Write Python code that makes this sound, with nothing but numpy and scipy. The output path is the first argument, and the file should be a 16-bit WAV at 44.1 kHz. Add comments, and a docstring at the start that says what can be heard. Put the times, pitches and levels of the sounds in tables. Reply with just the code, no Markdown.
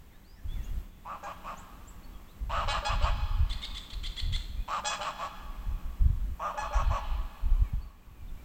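"""A waterfowl calls over a calm lake in four bouts of hoarse syllables, uneven pulses ringing its throat
and bill; the middle syllables break into a reedy squeal. A smaller bird answers with seven sharp chips,
harmonics swept through its beak's resonance. Songbirds whistle far off and the wooded shore echoes.
Light gusts buffet and thump the nearly mono microphone, over a faint open-air hush."""
import sys
import numpy as np
from scipy import signal
from scipy.fft import rfft, irfft, next_fast_len
from scipy.io import wavfile
from scipy.ndimage import uniform_filter1d, map_coordinates

SR = 44100
rng = np.random.default_rng(int(sys.argv[2]) if len(sys.argv) > 2 else 0)


def dump(signal):
    """Clip the signal to [-1, 1] and save it as 16-bit WAV at the path in sys.argv[1]."""
    limited = np.clip(np.atleast_2d(signal).T, -1, 1)
    pcm = np.round(limited * 32767).astype(np.int16)
    wavfile.write(sys.argv[1], SR, pcm)


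N = 372204


def amp(db):
    """Decibels to gain."""
    return 10 ** (np.asarray(db) / 20)


def unit(x):
    """Scale to rms 1."""
    return x / np.sqrt(np.mean(x ** 2) + 1e-20)


def along(points, hz):
    """Read (frequency, value) points on a log frequency axis."""
    f, v = np.transpose(points)
    return np.interp(np.log(np.abs(hz) + 1), np.log(f + 1), v)


def bell(hz, centre, width):
    """An EQ bell of height 1, its width in octaves."""
    return np.exp(-.5 * (np.log2((hz + 1) / centre) / width) ** 2)


def wobble(rate, size):
    """A smooth random modulator, rate knots a second."""
    return map_coordinates(rng.standard_normal(4096), [np.arange(size) * rate / SR], mode="wrap")


def filtered(x, response):
    """Shape x with a gain given as a function of frequency."""
    size = x.shape[-1]
    padded = next_fast_len(size + 8192)
    return irfft(rfft(x, padded) * response(np.fft.rfftfreq(padded, 1 / SR)), padded)[..., :size]


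def noise(spectrum):
    """Coloured noise of rms 1."""
    return unit(filtered(rng.standard_normal(N), lambda hz: amp(along(spectrum, hz))))


def add(track, start, sound):
    """Mix a sound into a track at a start time in seconds."""
    part = track[max(round(start * SR), 0):][:len(sound)]
    part += sound[:len(part)]


def progress(length):
    """A ramp from 0 to 1 over a note, one value per sample."""
    return np.linspace(0, 1, max(int(length * SR), 2))


def arch(u, power):
    """A fade in and out; a lower power gives steeper edges."""
    return np.abs(np.sin(np.pi * u)) ** power


def phase_of(hz):
    """Phase in radians of a moving frequency."""
    return 2 * np.pi * np.cumsum(hz) / SR


# Colour of the hush: (frequency [Hz], gain [dB])
HUSH_EQ = [(30, 26), (110, 7), (190, 19.5), (230, 13), (290, 11), (450, 3.5), (900, 2.5), (1500, -1.5),
           (3000, -5), (5000, -12.5), (8000, -10.5), (9600, -19), (11500, -11), (15800, -9)]
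# Fader ride of the hush: (time [s], relative level [dB])
HUSH_RIDE = [(0, -59), (.38, -61), (.55, -54), (.8, -54.5), (.92, -60.5), (1.3, -55.5), (2.3, -57),
             (2.7, -57), (5, -56), (7.7, -56.5), (7.95, -63.5), (8.44, -56.5)]


def hush(trim_db=5.0):
    """A faint, dark bed of open air that dips and recovers."""
    times, levels = np.transpose(HUSH_RIDE)
    return amp(np.interp(np.arange(N) / SR, times, levels) + trim_db) * noise(HUSH_EQ)


# Colours of the wind's deep buffet and lighter flutter: (frequency [Hz], gain [dB])
BUFFET_EQ = [(12, -8), (28, 5.5), (58, -0.5), (75, -19.5), (120, -37.5), (250, -33), (600, -156)]
FLUTTER_EQ = [(45, -12), (75, 3.5), (110, -5.5), (150, -17.5), (200, -24), (300, -49), (600, -53),
              (1500, -141)]
# Gusts on the microphone: (time [s], length [s], buffet level [dB], flutter trim [dB])
GUSTS = [(0.426, 0.36, -35, 1.5), (1.53, 0.72, -50, 9), (2.398, 0.38, -33.5, 3.5), (2.882, 0.36, -29, 0),
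         (3.293, 0.13, -26.5, -3), (3.487, 0.055, -30, -3.5), (3.664, 0.096, -39, -3),
         (3.911, 0.21, -36, 0), (4.209, 0.15, -28.5, 3), (4.476, 0.13, -34.5, -1), (5.346, 0.33, -40, -12),
         (5.652, 0.052, -28.5, 3), (5.816, 0.081, -32.5, -14), (5.99, 0.14, -30.5, 7),
         (6.136, 0.16, -30.5, -6.5), (6.587, 0.12, -37, -6), (6.752, 0.18, -30, -4),
         (7.014, 0.22, -31, -11), (7.426, 0.19, -25.5, -24), (7.719, 0.018, -26.5, -3),
         (8.187, 0.16, -40, 1.5)]


def wind(breeze_db=-54, calm_flutter_db=-60, attack_s=0.021, release_s=0.052, turbulence_db=1.8,
         brisk_db=-30, brisk_flutter_db=-39.5, flutter_growth=1.52):
    """Each gust rises, holds and dies away: a heavy buffet, and a flutter that grows faster with force."""
    def steady(x):
        """Even out the slow swells, so that the gusts set them."""
        return x / np.sqrt(np.abs(uniform_filter1d(x ** 2, size=SR // 12)) + 0.041)
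    t = np.arange(N) / SR
    buffet, flutter = np.full(N, amp(breeze_db)), np.full(N, amp(calm_flutter_db))
    for start, length, db, trim_db in GUSTS:
        attack = np.clip((t - start) / attack_s, 0, 1)
        push = attack * np.exp(-np.maximum(t - start - length, 0) / release_s)
        force = amp(db - brisk_db) * push  # 1 in a brisk gust
        buffet = np.hypot(buffet, amp(db) * push)
        flutter = np.hypot(flutter, amp(brisk_flutter_db + trim_db) * force ** flutter_growth)
    eddies = amp(turbulence_db * wobble(22, N))
    rumble = eddies * buffet * steady(noise(BUFFET_EQ))
    return rumble + eddies ** flutter_growth * flutter * steady(noise(FLUTTER_EQ))


# Distant birds, clean whistles and hoarse falling calls:
# (time [s], length [s], start pitch [Hz], end pitch [Hz], level [dB])
FAR_WHISTLES = [(0.112, 0.081, 3350, 3950, -76), (0.233, 0.041, 3500, 4800, -73),
                (.262, 0.089, 4600, 5070, -70), (0.317, 0.1, 4900, 5800, -78),
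                (0.48, 0.081, 3260, 3570, -60), (.56, 0.19, 3540, 3200, -71.5),
                (0.578, 0.15, 2590, 2900, -70), (0.628, 0.032, 5670, 7140, -62),
                (1.565, 0.045, 5700, 8200, -58), (1.871, 0.032, 6870, 7930, -57),
                (2.032, 0.026, 4340, 4460, -66), (2.127, .05, 3500, 3150, -69),
                (2.269, 0.06, 3070, 4230, -69.5), (4.553, 0.095, 2290, 2570, -66.5),
                (7.626, 0.082, 2520, 2144, -67), (7.813, 0.028, 4350, 4580, -66.5),
                (7.94, 0.16, 2330, 2540, -81), (8.118, 0.17, 2560, 2285, -76),
                (8.273, 0.039, 3850, 3320, -70), (8.345, 0.091, 2200, 2400, -73)]
FAR_CALLS = [(0.1, 0.077, 2300, 1636, -70.5), (0.352, 0.066, 2050, 1566, -69),
             (0.536, .09, 2474, 1745, -66), (7.632, 0.059, 1940, 1670, -69), (7.917, .04, 1830, 1650, -105)]


def songbirds(whistle_jitter=.003, call_jitter=.04):
    """Thin sine glides that level off towards the end; pitch jitter makes the calls hoarse."""
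    out = np.zeros(N)
    for notes, jitter in (FAR_WHISTLES, whistle_jitter), (FAR_CALLS, call_jitter):
        for start, length, first_hz, last_hz, db in notes:
            u = progress(length)
            glide = last_hz + (first_hz - last_hz) * (1 - u) ** 1.3
            hz = glide * (1 + jitter * wobble(486, len(u)))
            swell = arch(u, 0.84) * amp(0.75 * wobble(104, len(u)))
            add(out, start, amp(db) * unit(swell * np.sin(phase_of(hz))))
    return out


# Colour of the waterfowl's hiss: (frequency [Hz], gain [dB])
HISS_EQ = [(350, -3), (700, -25), (1300, 11), (1650, 11.5), (2100, 5.5), (2500, 8), (3050, 10), (3600, 3),
           (4050, 6), (4600, -3), (5300, -2.5), (6600, -8), (7700, -1.5), (8700, -23), (10000, -70)]
# Plain hoarse syllables that open or close a bout:
# (time [s], length [s], level [dB], hiss send [dB], throat tone re level [dB], open bill resonance [Hz])
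GRUNTS = [(1.051, .13, -39, -15, -14.5, 1170), (1.44, 0.11, -39.5, -9, -11, 1187),
          (2.495, 0.16, -32, -5, -10, 1233), (4.678, 0.13, -32, -8, -14.5, 1224),
          (5.187, .095, -35.5, -8.5, -9.5, 1180), (6.395, 0.13, -33, -13.5, -10, 1196),
          (6.902, .1, -34, -8.5, -7.5, 1120)]


def rasps(pulse_hz=170, jitter=0.0656, quicken=0.0978, ring_s=0.0016, throat_ring_s=0.0035,
          shut_hz=920, throat_hz=640, pipe_hz=900, pipe_db=-8, fundamental_db=-24,
          nose_hz=2500, twang_hz=3020, nose_db=-13.0):
    """Uneven pulses ring the throat, each with a puff of hiss; the resonance rises as the bill opens."""
    voice, hiss_level, fundamental = np.zeros((3, N))
    t = np.arange(SR // 50) / SR
    knock = t / ring_s * np.exp(-t / ring_s)

    def mode(hz, detune):
        """One resonance, slightly detuned from pulse to pulse."""
        return np.sin(2 * np.pi * hz * (1 + .022 * detune) * t)
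    for start, length, db, hiss_db, throat_db, open_hz in list(GRUNTS) + honk_endings():
        u = progress(length)
        bill, pipe, throat, nose, puffs = np.zeros((5, len(u)))
        chance = rng.standard_normal((40, 5))
        onsets = (np.cumsum(1 + jitter * chance[:, 0]) - 1) / pulse_hz
        for at, (_, strength, detune_a, detune_b, detune_c) in zip(onsets, chance):
            at += quicken * length * np.sin(2 * np.pi * at / length) / (2 * np.pi)  # faster mid-note
            bill_hz = shut_hz + (open_hz - shut_hz) * arch(at / length, 1)
            pulse = amp(1.2 * strength) * knock
            add(bill, at, pulse * mode(bill_hz, detune_a))
            add(pipe, at, pulse * mode(pipe_hz, detune_b))
            add(throat, at, t * np.exp(-t / throat_ring_s) * mode(throat_hz, detune_c))
            add(nose, at, pulse * (mode(nose_hz, detune_b) + 0.31 * mode(twang_hz, detune_c)))
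            add(puffs, at, pulse)
        gate, swell = arch(u, .32), arch(u, .28)
        body = swell * unit(bill) + amp(pipe_db) * unit(pipe) + amp(throat_db) * unit(throat)
        add(voice, start, amp(db) * gate * body)
        add(voice, start, amp(db + hiss_db + nose_db) * swell * unit(nose))
        add(hiss_level, start, amp(db + hiss_db - 4.5) * arch(u, .35) * unit(puffs + .2))
        hum = np.sin(phase_of(pulse_hz * (1 + jitter * wobble(54, len(u)))))
        add(fundamental, start, amp(db + fundamental_db) * gate * unit(hum))
    # below its lowest resonance the throat radiates only a faint fundamental
    voice = filtered(voice, lambda hz: 1 / (1 + (470 / (hz + 1)) ** 12))
    return voice + fundamental + hiss_level * noise(HISS_EQ)


# Resonance of the squeal: (frequency [Hz], gain [dB])
REED_EQ = [(400, -59), (600, -27), (850, 9), (1700, 4.5), (2100, -6.5), (2550, 8), (3050, 10.5),
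           (3400, 11.5), (4250, 10.5), (5050, 7), (5900, 1), (6700, 0.5), (7600, 3.5), (8500, -1.5),
           (9400, -22), (12000, -61)]
# Honks, each a moan that breaks into a squeal and collapses into a rasp:
# (squeal time [s], length [s], pitch [Hz], rise [share], relative level [dB], roughness [0-1],
#  brightness [dB], sidebands [dB], lock time [s], bite frequency [Hz], bite boost [dB],
#  rasp delay [s], moan lead [s], rasp level [dB], rasp hiss send [dB])
HONKS = [(1.231, 0.064, 812, 0.0095, -36, 0.18, -24.5, -10, .012, 6400, 12.5, 0.028, 0.0023, -40.5, -8),
         (2.677, 0.094, 847, -0.0006, -25, 0.25, -6.5, -1, 0.021, 2100, 7, .046, 0.0023, -32, -2),
         (2.847, 0.069, 840.5, 0.014, -24, 0.1, -7, -9, 0.017, 4900, 4.5, 0.035, .02, -33.5, -2),
         (3.013, 0.062, 828, 0.066, -33.5, 0.2, -7.5, 5, .012, 600, 6, .025, 0.00209, -32.5, -3),
         (4.845, 0.097, 844.2, 0.00012, -26, 0.1, -4, -10, 0.02, 6140, 4.5, 0.048, .006, -35.5, -2),
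         (5.003, 0.0634, 833, 0.078, -31.5, 0.63, -16.5, -5, 0.014, 2960, 9, .04, 0.01, -34.5, -5),
         (6.575, 0.081, 847.2, -0.017, -27, 0.2, -15.5, -18, 0.0096, 1800, 0.5, 0.035, 0.031, -36, -11.5),
         (6.727, 0.07, 848, 0.062, -32, 0.27, -20, -2, 0.026, 6250, 7.5, 0.034, 0.018, -33, -9.5)]


def moans(length_s=0.055, first_hz=284, last_hz=320, jitter=0.051, re_rasp_db=-6.5):
    """A short rising voiced note opens each honk, strongest in its second to fourth harmonics."""
    out, u = np.zeros(N), progress(length_s)
    glide = first_hz + (last_hz - first_hz) * u
    for start, *_, lead_s, rasp_db, _ in HONKS:
        phase = phase_of(glide * (1 + jitter * wobble(415, len(u))))
        tone = sum(amp(line_db) * np.sin(k * phase + rng.uniform(0, 2 * np.pi))
                   for k, line_db in enumerate([10.5, 5.5, 8, -5.5, -18], 2))
        add(out, start - lead_s, amp(rasp_db + re_rasp_db) * unit(tone) * arch(np.sqrt(u), 0.09))
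    return out


def squeals(scoop=0.028, jitter=0.023, hiss_db=-5, upper_side_db=-6, bite_octaves=0.15, shudder_db=5):
    """The voice starts in a harsh scrape, then locks into a high reedy tone that shudders unevenly."""
    out, hiss_level = np.zeros((2, N))
    for start, length, pitch, rise, db, rough, bright_db, side_db, lock_s, bite_hz, bite_db, *_ in HONKS:
        u = progress(length)
        chaos = rough + (1 - rough) * np.exp(-(u * length / lock_s) ** 2)
        hz = pitch * (1 + rise * (u - .5) - scoop * (1 - u) ** 10 + jitter * chaos * wobble(760, len(u)))
        hz *= 1 + .003 * wobble(45, len(u))  # a slower waver
        # a swing every third cycle puts sidebands between the harmonics, stronger just below each one
        phase, tone = phase_of(hz) / 3, np.zeros(len(u))
        for k in range(2, 36):
            line_hz = k * pitch / 3
            line_db = along(REED_EQ, line_hz) + bright_db * np.clip((k - 4) / 8, 0, 1)
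            line_db += [0, side_db + upper_side_db, side_db][k % 3]
            line_db += bite_db * bell(line_hz, bite_hz, bite_octaves) + 3.5 * wobble(70, len(u))
            swell = arch(u ** 0.61, .45 + .06 * k)  # high overtones sound only at full pressure
            tone += swell * amp(line_db) * np.sin(k * phase + rng.uniform(0, 2 * np.pi))
        shudder = amp(shudder_db * np.sqrt(chaos) * np.tanh(wobble(520, len(u))))
        add(out, start, amp(db - 8.5) * unit(tone * shudder))
        breath = np.sqrt(rough * chaos) / 2 * unit(shudder) * arch(u, 0.1)
        add(hiss_level, start, amp(db + hiss_db) * breath)
    return out + hiss_level * noise(HISS_EQ)


def honk_endings(length_s=.071, throat_db=-9.5, bill_hz=1160):
    """Cues for the rasp that ends each honk, in the columns of GRUNTS."""
    return [(start + delay_s, length_s, db, hiss_db, throat_db, bill_hz)
            for start, *_, delay_s, _, db, hiss_db in HONKS]


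# The waterfowl's colour in each bout: (time [s], length [s], dip [Hz], dip width [octaves], dip gain [dB],
#  peak [Hz], peak width [octaves], peak gain [dB], treble sent to the shore [dB])
BOUT_EQ = [(1, .7, 3600, 0.28, -6.5, 2570, 0.13, 6, 5), (2.45, .8, 6200, 1, -4.5, 2840, 0.073, 5.5, 2.5),
           (4.6, .8, 3560, .08, -2, 7100, 0.38, 2.5, -0.5),
           (6.35, .8, 4440, 0.36, -11.5, 5870, 0.12, 14.5, 7.5)]


def towards_beach(x):
    """The bird faces a new way in each bout, which dulls one band of its sound and lifts another."""
    out = np.zeros(N)
    for start, length, dip_hz, dip_width, dip_db, peak_hz, peak_width, peak_db, _ in BOUT_EQ:
        bout = x[round(start * SR):][:int(length * SR)]
        add(out, start, filtered(bout, lambda hz: amp(dip_db * bell(hz, dip_hz, dip_width)
                                                      + peak_db * bell(hz, peak_hz, peak_width))))
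    return out


def towards_shore(x, treble_hz=3500, octaves=0.74):
    """The more the bird faces away from the beach, the more treble it sends across the lake."""
    out = np.zeros(N)
    for start, length, *_, treble_db in BOUT_EQ:
        bout = x[round(start * SR):][:int(length * SR)]
        add(out, start, filtered(bout, lambda hz: amp(treble_db * bell(hz, treble_hz, octaves))))
    return out


# Single eddies hitting the microphone: (time [s], relative level [dB], pitch [Hz])
THUMPS = [(2.939, -20, 60.5), (3.042, -11.5, 51.4), (3.404, -12, 57.2), (3.433, -15.5, 58),
          (4.318, -24, 71.4), (6.022, -13.5, 38), (6.063, -10, 61), (6.104, -14, 67), (6.763, -15.5, 39.2),
          (6.883, -15.5, 47), (6.913, -14, 58), (7.154, -24, 47.7), (7.442, -20, 40), (7.52, -11, 35),
          (7.624, -14, 59), (7.738, -22.5, 94)]


def thumps(width_cycles=0.22, half_s=.06, trim_db=-1.5):
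    """An eddy pushes and pulls the air at the microphone once."""
    out, t = np.zeros(N), np.arange(-half_s, half_s, 1 / SR)
    for centre, db, hz in THUMPS:
        push_pull = np.sin(2 * np.pi * hz * t) / np.cosh(hz * t / width_cycles)
        add(out, centre - half_s, amp(db + trim_db) * push_pull)
    return out


# Resonance of the small bird's beak: (frequency [Hz], gain [dB])
BEAK_EQ = [(900, -11), (1500, -16), (2150, -9.5), (2750, -10), (3350, 1), (4150, -2), (4750, -18),
           (6000, -17.5), (7000, -15.5), (8100, -15), (9200, -31), (11000, -27.5), (15000, -66)]
# Contour of every chip: (time into the chip [s], pitch re held pitch [ratio], level [dB], roughness [0-1])
CHIP_CONTOUR = [(0, .45, -15, 0.8), (.007, .6, -6.5, 0.9), (.013, 0.86, -3, 0.77),
                (0.0171, .97, -0.5, 0.17), (0.0304, 1.03, 0, 0.25), (.035, .9, 0, .6),
                (.041, .69, 0.5, 0.86), (.052, .45, -1, 1)]
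# The run of chips: (time [s], held pitch [Hz], level [dB], held tone boost [dB], scrape re level [dB])
CHIPS = [(3.494, 708, -42.5, 0, -5), (3.614, 724.4, -40.5, 2.5, -4), (3.741, 694, -43, 2, -6),
         (3.898, 679, -48.5, -7, -0.5), (4.030, 688, -41.5, -1, -5.5), (4.162, 675, -39.5, 2, -4),
         (4.322, 682, -38.5, -1, -6)]


def chips(length_s=0.045, jitter=0.069, even_db=-13, scratch_db=-5, dip_db=-9, dip_hz=7000,
          scrape_hz=4150, scrape_delay_s=0.031, scrape_s=0.0207, scrape_fall=0.11):
    """The pitch climbs, holds and snaps down, sweeping mainly odd harmonics through the beak's resonance.
    The held part is nearly pure, the flanks are scratchy, and a short high scrape ends the note."""
    out, scratch = np.zeros((2, N))
    u, v = progress(length_s), progress(scrape_s)
    times, *contour = np.transpose(CHIP_CONTOUR)
    for start, pitch, db, held_db, scrape_db in CHIPS:
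        pace = u + .03 * arch(u, 1) * wobble(60, len(u))  # no two chips keep the same pace
        ratio, contour_db, rough = [np.interp(pace * length_s, times, column) for column in contour]
        hz = pitch * ratio * (1 + jitter * rough * wobble(1400, len(u)))
        phase, tone = phase_of(hz), np.zeros(len(u))
        for k in range(2, 22):
            line_db = along(BEAK_EQ, k * hz) + even_db * (k % 2 == 0) + 2.5 * wobble(200, len(u))
            line_db += dip_db * (1 - rough) * bell(k * pitch, dip_hz, 0.29)  # softer top while held
            tone += amp(line_db) * np.sin(k * phase + rng.uniform(0, 2 * np.pi))
        grit_db = 4 * rough * np.tanh(wobble(600, len(u)))
        swell = arch(u, .2) * amp(contour_db + held_db * ratio ** 6 + grit_db)
        add(out, start, amp(db) * unit(tone * swell))
        add(scratch, start, amp(db + scratch_db) * rough * swell)
        slide = scrape_hz * (1 + scrape_fall * (.5 - v) + .065 * wobble(1400, len(v)))
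        scrape = np.sin(phase_of(slide)) * amp(4 * wobble(500, len(v))) * arch(np.sqrt(v), 0.55)
        add(out, start + scrape_delay_s, amp(db + scrape_db) * unit(scrape))
    return out + scratch * noise(BEAK_EQ)


def reverb(x, impulse, db):
    """Convolve with an impulse response of unit energy and set the return level."""
    return amp(db) * signal.fftconvolve(x, impulse / np.linalg.norm(impulse))[:N]


def trees(x, db, t60, predelay_s=.006):
    """Nearby trunks and boats scatter short, sparse reflections."""
    t = np.arange(SR) / SR
    spikes = rng.standard_normal(SR) ** 3
    return reverb(x, spikes * amp(-60 * t / t60) * (t > predelay_s), db)


def bank(x, db, delay_s=0.072, t60=0.021):
    """The nearest wooded bank returns one soft, smeared slapback."""
    out, t = np.zeros(N), np.arange(SR // 4) / SR
    add(out, delay_s, reverb(x, rng.standard_normal(len(t)) * amp(-60 * t / t60), db))
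    return out


def blurred(x, smear_s=.00005, smear_rate=230):
    """Many unsteady paths through the trees widen each partial, the high ones most."""
    return map_coordinates(x, [np.arange(N) + smear_s * SR * wobble(smear_rate, N)])


# Decay of the far shore's echo: (frequency [Hz], time to fall 60 dB [s])
SHORE_DECAY = [(200, 0.11), (900, 2.7), (3000, 2.7), (5000, 2.28), (9000, 1.4)]


def shore(x, db, hz_per_db=1300, build_s=0.012):
    """The far wooded shore gives a long, duller tail that comes in swells."""
    hz, frame_s, spectrum = signal.stft(rng.standard_normal(2 * SR), SR, nperseg=256)
    loss_db = 60 * frame_s / along(SHORE_DECAY, hz)[:, None] + hz[:, None] / hz_per_db
    tail = signal.istft(spectrum * amp(-loss_db), SR, nperseg=256)[1]
    swells = amp(2.5 * wobble(9, len(tail)))  # bays and points answer in turn
    fade_in = 1 - np.exp(-np.arange(len(tail)) / SR / build_s)
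    return reverb(x, tail * swells * fade_in, db)


# Faint stereo width, mostly in the treble: (frequency [Hz], side re mid [dB])
WIDTH_EQ = [(100, -80), (350, -32.5), (1000, -67), (2500, -31.5), (5000, -29), (12000, -24)]


def scene():
    """Birds, their near and far echoes and the wind sit in the middle, over the hush."""
    hoarse, reedy, chatter, song = rasps() + moans(), squeals(), chips(), songbirds()
    waterfowl = towards_beach(hoarse + reedy)
    ripple = unit(1 + .35 * wobble(260, N))  # echoes of the thin tones come back rough
    reedy_send, chatter_send = reedy * ripple, chatter * ripple
    near = trees(towards_beach(hoarse + reedy_send), db=-9.5, t60=.22)
    near += trees(chatter_send, db=-4, t60=.6) + trees(song, db=-6, t60=0.13)
    near += bank(towards_beach(reedy_send), db=-14)
    far = shore(towards_shore(hoarse), db=-14.5, hz_per_db=1800)
    far += shore(towards_shore(blurred(reedy_send)), db=-16, hz_per_db=660)
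    far += shore(chatter_send, db=-18.5) + shore(song, db=-11.5)
    mid = waterfowl + chatter + song + near + far + wind() + thumps() + hush()
    side = filtered(mid, lambda hz: 1j * amp(along(WIDTH_EQ, hz)))  # a quarter cycle out of phase
    return np.array([mid + side, mid - side])


def record(dry, cutoff_hz=15900):
    """A brick-wall low-pass takes off the very top."""
    return filtered(dry, lambda hz: hz < cutoff_hz)


dry = scene()
out = record(dry)
dump(out)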